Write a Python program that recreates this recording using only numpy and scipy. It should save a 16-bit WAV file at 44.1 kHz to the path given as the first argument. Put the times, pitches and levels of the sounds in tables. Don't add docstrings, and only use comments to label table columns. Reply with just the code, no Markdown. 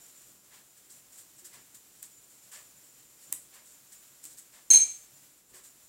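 import sys
import numpy as np
from scipy import signal
from scipy.fft import rfft, irfft, next_fast_len
from scipy.io import wavfile

SR = 44100
rng = np.random.default_rng(int(sys.argv[2]) if len(sys.argv) > 2 else 0)


def unload_wav(signal):
    wavfile.write(
        sys.argv[1],
        SR,
        np.round(np.clip(np.atleast_2d(signal).T, -1, 1) * 32767).astype(np.int16),
    )


def natural_amplitude(level_db):
    exponent = np.asarray(level_db, float) / 20
    return 10 ** exponent


N = 259308
STEADY_TOP_HZ = 15850


def rms_one(x):
    return x / np.sqrt(np.mean(x ** 2) + 1e-20)


def coloured(x, spectrum):
    size = next_fast_len(N)
    hz = np.maximum(np.arange(size // 2 + 1) * SR / size, 1)
    point_hz, point_db = np.transpose(spectrum)
    gain = natural_amplitude(np.interp(np.log(hz), np.log(point_hz), point_db, left=-90))
    gain = gain * (hz < STEADY_TOP_HZ)
    return rms_one(irfft(rfft(x, size) * gain, size)[:N])


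def coloured_noise(spectrum):
    return coloured(rng.standard_normal(N), spectrum)


def drift(rate_hz):
    r = np.exp(-2 * np.pi * rate_hz / SR)
    white = rng.standard_normal(N + SR)
    return rms_one(signal.lfilter([1], [1, -2 * r, r * r], white)[SR:])


def resonance(x, hz, width_hz):
    r = np.exp(-np.pi * width_hz / SR)
    feed = np.array([1, 0, -1]) * (1 - r * r) / 2
    return signal.lfilter(feed, [1, -2 * r * np.cos(2 * np.pi * hz / SR), r * r], x)


def swell(start_s, rise_s, length_s, shape):
    out, first = np.zeros(N), int(start_s * SR) + 1
    t = np.arange(first, min(N, first + int(8 * length_s * SR))) / SR - start_s
    rise = 1 - np.exp(-t / max(rise_s, 1e-4))
    out[first:first + len(t)] = rise * np.exp(-(t / length_s) ** shape * 2)
    return out


def dying(start_s, rise_s, t60_s):
    return swell(start_s, rise_s, t60_s * 2 / np.log(1000), shape=0.96)


# time in seconds, level in dB.
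GATE_BREATH = [(0, -61), (.3, -61.5), (.41, -66.5), (.55, -62), (.73, -66), (1.05, -63), (1.6, -63),
               (1.84, -63.5), (2.2, -63), (2.9, -62.5), (3.15, -62), (3.47, -63), (3.82, -63.5),
               (4.15, -61.5), (4.48, -65.5), (5.25, -61.5), (5.43, -67), (5.88, -63)]


def gate(stroke):
    opens_db, knee_db, lag_s = 3, -52, .03
    time_s, breath_db = np.transpose(GATE_BREATH)
    keep = np.exp(-1 / (lag_s * SR))
    lagged = signal.lfilter([1 - keep], [1, -keep], stroke + 1e-18)
    opening = lagged / (lagged + natural_amplitude(knee_db))
    return np.interp(np.arange(N) / SR, time_s, breath_db) + opens_db * opening


# frequency in Hz, density in dB per Hz.
HISS_SPECTRUM = [(350, -23), (600, -9.5), (642, -12.5), (697, -9.5), (868, -13.5), (905, -12.5),
                 (1500, -11), (1890, -10.5), (4800, -10), (6760, -5.5), (7340, -1), (8530, -6.5),
                 (15800, -8)]


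def hiss(gate_db):
    return natural_amplitude(gate_db + 3.5 + 0.8 * drift(11.0)) * coloured_noise(HISS_SPECTRUM)


# frequency in Hz, density in dB per Hz.
RUMBLE_SPECTRUM = [(24, -37), (40, -4), (54, -4.5), (76, -11), (131, 2.5), (166, -6), (194, 0.5), (225, -4),
                   (292, -0.5), (413, -5), (577, -6.5), (642, -12), (1500, -12.5), (1950, -38.5),
                   (3300, -120)]
# start in seconds, level in dB over the rumble, length in seconds.
HAND_SHIFTS = [
    (0.248, 2.5, 0.19),
    (1.55, 3, 0.11),
    (2.596, 3.5, 0.17),
    (3.24, 6.5, 0.24),
    (4.202, 4, 0.18),
    (5.123, 1, 0.36),
    (5.49, 6, 0.15),
]


def rumble(swing_db):
    mean_db, gate_share = -71.5, .4
    stirred_db = sum(2 * db * swell(s, 0.068, length_s, shape=1.35) for s, db, length_s in HAND_SHIFTS)
    level_db = mean_db + gate_share * swing_db + 0.65 * drift(4) + stirred_db
    return natural_amplitude(level_db) * coloured_noise(RUMBLE_SPECTRUM)


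def hum():
    mains_hz, level_db = 48.7, -90
    return natural_amplitude(level_db + 2.1 * drift(2.5)) * np.sin(2 * np.pi * mains_hz * np.arange(N) / SR)


# frequency in Hz, width in Hz, level in dB.
INSECT_BANDS = [(7110, 55, 2.5), (7300, 60, -22.5), (7540, 110, -6), (8060, 38, -2), (5620, 50, -11.5)]


def insect(swing_db):
    mean_db, gate_share = -70.5, 2.1
    white, trill = rng.standard_normal(N), np.zeros(N)
    for hz, width_hz, db in INSECT_BANDS:
        band = resonance(resonance(white, hz, width_hz), hz, width_hz)
        trill += natural_amplitude(db) * rms_one(band)
    return natural_amplitude(mean_db + gate_share * swing_db + 2.5 * drift(8.5)) * trill


def room_tone(stroke):
    gate_db = gate(stroke)
    swing_db = gate_db - gate_db.mean()
    return hiss(gate_db) + rumble(swing_db) + hum() + insect(swing_db)


# start in seconds, peak in dB, length in seconds.
BRUSH_STROKES = [(0.08, -40, 0.035), (0.213, -37.5, 0.019), (0.252, -44.5, 0.12), (0.44, -47.5, 0.05),
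                 (0.537, -41, 0.051), (0.763, -41.5, 0.058), (0.892, -35.5, 0.082), (1.117, -38.5, 0.096),
                 (1.172, -35.5, 0.074), (1.38, -36.5, 0.046), (1.443, -30.5, 0.056), (1.53, -36, 0.058),
                 (1.742, -32, 0.041), (2.023, -30, 0.043), (2.297, -43, 0.059), (1.94, -44, .08),
                 (2.42, -44, .09), (4.52, -40, .12), (5.49, -44, .06), (2.512, -30.5, 0.1),
                 (3.205, -40, 0.11), (3.536, -35, 0.041), (3.648, -39.5, 0.091), (3.704, -44, 0.043),
                 (3.917, -33, 0.053), (4.226, -33, 0.1), (4.298, -39.5, 0.081), (4.369, -34, 0.063),
                 (5.536, -35, 0.09), (5.633, -37, 0.075)]


def strokes():
    rise_share = .14
    return sum(natural_amplitude(db - 13.0) * swell(s, rise_share * length_s, length_s, shape=1.32)
               for s, db, length_s in BRUSH_STROKES)


# frequency in Hz, density in dB per Hz.
BRISTLE_SPECTRUM = [(880, -30), (1500, -18.5), (1740, -14), (2500, -23), (2960, -18), (5240, -12),
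                    (6380, -10), (7180, -3), (8330, -2), (9280, -10), (15800, -15)]


def bristles(stroke):
    slips = rng.standard_normal(N) * natural_amplitude(1.2 * rng.exponential(1, N))
    return stroke * coloured(slips, BRISTLE_SPECTRUM)


# frequency in Hz, density in dB per Hz.
CLOCK_SPECTRUM = [(180, -43), (300, -25), (489, -12), (598, -9), (704, -11.5), (1100, -6), (1470, -12),
                  (1710, -4), (2430, -9.5), (6000, -13), (7800, -35), (13200, -120)]
CLOCK_PEAKS_DB = [-44, -43, -38.5, -44, -44.5, -45.5]


def clock():
    first_s, period_s, smear_s = 0.5044, 1.003, 0.12
    smear = sum(natural_amplitude(db - 10) * swell(first_s + k * period_s, 0.039, smear_s, shape=2.1)
                for k, db in enumerate(CLOCK_PEAKS_DB))
    return smear * coloured_noise(CLOCK_SPECTRUM)


# frequency in Hz, width in Hz.
TICK_RESONANCES = [(2600, 3100), (7700, 2800), (12500, 9000)]
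# time in seconds, peak in dB, top part in dB over the peak.
DRY_TICKS = [(1.396, -40, -2), (2.0287, -25.5, 5), (2.0306, -33, -18), (3.223, -57, -3), (3.324, -27, -13),
             (3.3264, -10.5, 5), (3.3274, -24, -1), (3.331, -30, 4), (4.2411, -28, 1.5), (4.2445, -37, 3),
             (4.2533, -26, -1.5), (4.2563, -35, 1.5), (4.2608, -31, -5), (4.3855, -32, -1),
             (4.3918, -31, -7), (4.3982, -34, -15), (4.7042, -4.5, -25), (4.7336, -16, -17),
             (4.741, -15, -28), (4.7452, -18, -27.5), (4.750, -15, -23), (4.7605, -17, -26)]


def ticks():
    low_db = -19.5
    time_s, peak_db, top_db = np.transpose(DRY_TICKS)
    levels_db = [peak_db + low_db, peak_db, peak_db + top_db]
    out = np.zeros(N)
    for (hz, width_hz), level_db, sign in zip(TICK_RESONANCES, levels_db, [1, 1, -1]):
        clicks = np.full(N, 1e-18)
        clicks[(time_s * SR).astype(int)] = natural_amplitude(level_db + 9.0) * SR / (2 * np.pi * width_hz)
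        out += sign * resonance(resonance(clicks, hz, width_hz), hz, 0.53 * width_hz)
    return out


def rattle():
    level_db, t60_s = -22.5, 0.015
    buzz = sum(natural_amplitude(db + level_db + 0.4 * top_db) * dying(s, 0.00061, t60_s) for s, db, top_db in DRY_TICKS)
    return buzz * coloured_noise([(300, -15), (1000, -7.5), (4000, -9.5), (8000, -2), (15800, -4.5)])


def room(x):
    level_db, t60_s, treble_t60_s, wall_s, split_hz = -34, .33, 0.28, .0088, 10500
    t = np.arange(SR // 2) / SR
    wall = 1 + .45 * (t < wall_s + .003)
    white = rng.standard_normal(len(t)) * natural_amplitude(-60 * t / t60_s) * (t > wall_s) * wall
    dull = signal.sosfilt(signal.butter(4, split_hz, fs=SR, output="sos"), white)
    bright = signal.sosfilt(signal.butter(4, split_hz, "high", fs=SR, output="sos"), white)
    tail = natural_amplitude(-1.5) * dull + bright * natural_amplitude(-4.5 - 60 * t / treble_t60_s)
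    return signal.fftconvolve(x, natural_amplitude(level_db) * tail)[:N]


# start in seconds, peak in dB, pitch in Hz, t60 in seconds.
TABLE_KNOCKS = [(1.42, -62.5, 359, 0.31), (3.261, -77, 310, 0.22), (3.327, -51.5, 293, 0.081),
                (3.326, -56, 70, 0.044), (3.325, -58, 880, 0.03), (4.25, -64, 300, 0.26),
                (4.7045, -38.5, 502, .07), (4.735, -44.5, 490, .12), (4.742, -44, 900, 0.16),
                (4.749, -55.5, 109.6, .45), (5.13, -66, 140, .6), (5.54, -60, 367, .3)]


def knocks():
    t = np.arange(N) / SR
    return sum(natural_amplitude(db) * dying(s, 0.0011, t60_s) * np.sin(2 * np.pi * hz * (t - s))
               for s, db, hz, t60_s in TABLE_KNOCKS)


# frequency in Hz, partner frequency in Hz.
MODE_PAIRS = [(2321, 2348), (4134, 4165), (6374, 6437), (8986, 8920), (11938, 11905), (15218, 15180)]
# partner in dB, both in dB, extra loss in dB per second.
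MODE_LEVELS = [(-3, -17, 0), (-5.5, -1.5, 0.5), (-13.5, 0.5, -4.5), (-4.5, 2, 0), (-7.5, -15.5, 37),
               (-7, -19.5, 80)]
# start in seconds, main mode in dB, length in seconds,
# lower modes in dB over the main, upper modes in dB over the main.
FERRULE_TOUCHES = [
    (4.7024, -8.5, 0.0082, -23, -23),
    (4.709, -9, 0.023, -17.5, -15.5),
    (4.733, -10.5, 0.02, -21.5, -13),
    (4.746, -12.5, 0.013, -13.5, -23),
    (4.756, -11.5, 0.036, -16, -17.5),
]
# start in seconds, level in dB, length in seconds.
MAIN_BEATS = [
    (4.789, -20.5, 0.029),
    (4.804, -16.5, 0.047),
    (4.849, -30.5, 0.03),
    (4.877, -33.5, 0.056),
    (4.932, -43, 0.051),
    (4.985, -57, 0.09),
]
# level at lift in dB, t60 in seconds.
FREE_RING = [(-44, 0.42), (-36.5, .36), (-32, .32)]


def bowl():
    in_step_s, lift_s = 4.712, 4.78
    start_s, main_db, length_s, lower_db, upper_db = np.transpose(FERRULE_TOUCHES)
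    touches = np.array([swell(s, .001, length, shape=3.5) for s, length in zip(start_s, length_s)])
    beats = sum(natural_amplitude(db) * swell(s, .008, length, shape=3.5) for s, db, length in MAIN_BEATS)
    main = natural_amplitude(main_db) @ touches + beats
    lower = natural_amplitude(main_db + lower_db) @ touches
    upper = natural_amplitude(main_db + upper_db) @ touches
    low_free, second_free, upper_free = [natural_amplitude(db) * dying(lift_s, .006, t60_s) for db, t60_s in FREE_RING]
    touched = [lower, lower, main, upper, upper, upper]
    free = [low_free, second_free, 0, upper_free, upper_free, upper_free]

    after = np.maximum(np.arange(N) / SR - in_step_s, -.01)
    struck = int(in_step_s * SR)
    out = np.zeros(N)
    for k, ((hz, partner_hz), (partner_db, both_db, loss_db_per_s)) in enumerate(zip(MODE_PAIRS, MODE_LEVELS)):
        slow, partner_slow = drift(20), drift(12.7)
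        waver_rad = 0.9 * (slow - slow[struck])
        partner_waver_rad = 0.9 * (partner_slow - partner_slow[struck])
        pair = np.sin(2 * np.pi * hz * after + waver_rad)
        pair += natural_amplitude(partner_db) * np.sin(2 * np.pi * partner_hz * after + partner_waver_rad)
        free_gain = natural_amplitude(both_db) if k > 2 else 1
        envelope = natural_amplitude(both_db) * touched[k] + free_gain * free[k]
        out += envelope * natural_amplitude(-loss_db_per_s * after) * pair
    return out


# frequency in Hz, density in dB per Hz.
CLANG_SPECTRUM = [(60, -39.5), (300, -25.5), (1400, -28.5), (2300, -20.5), (3400, -21), (5400, -19),
                  (6400, -12), (7000, -8), (8000, -6.5), (9300, -18.5), (10200, -30), (13000, -35.5),
                  (15800, -39)]
# start in seconds, level in dB, t60 in seconds.
SHAKING_BLOWS = [
    (4.7027, -22.5, 0.025),
    (4.7045, -29.5, 0.56),
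    (4.729, -21.5, .12),
    (4.745, -28.5, 0.47),
]


def clang():
    power = sum((natural_amplitude(db) * dying(s, 0.00079, t60_s)) ** 2 for s, db, t60_s in SHAKING_BLOWS)
    return np.sqrt(power) * coloured_noise(CLANG_SPECTRUM)


def scene():
    stroke = strokes()
    tick = ticks() + rattle()
    ring = bowl()
    near = bristles(stroke) + tick + knocks() + ring + clang()
    return (near + room(tick + natural_amplitude(-20) * ring) + clock() + room_tone(stroke))[None]


def roll_off(x):
    return signal.sosfilt(signal.butter(12, 17010, fs=SR, output="sos"), x)


def record(dry):
    stop_hz = 17000
    mix = signal.sosfilt(signal.cheby2(10, 50, stop_hz, fs=SR, output="sos"), dry)
    return roll_off(mix)


dry = scene()
out = record(dry)
unload_wav(out)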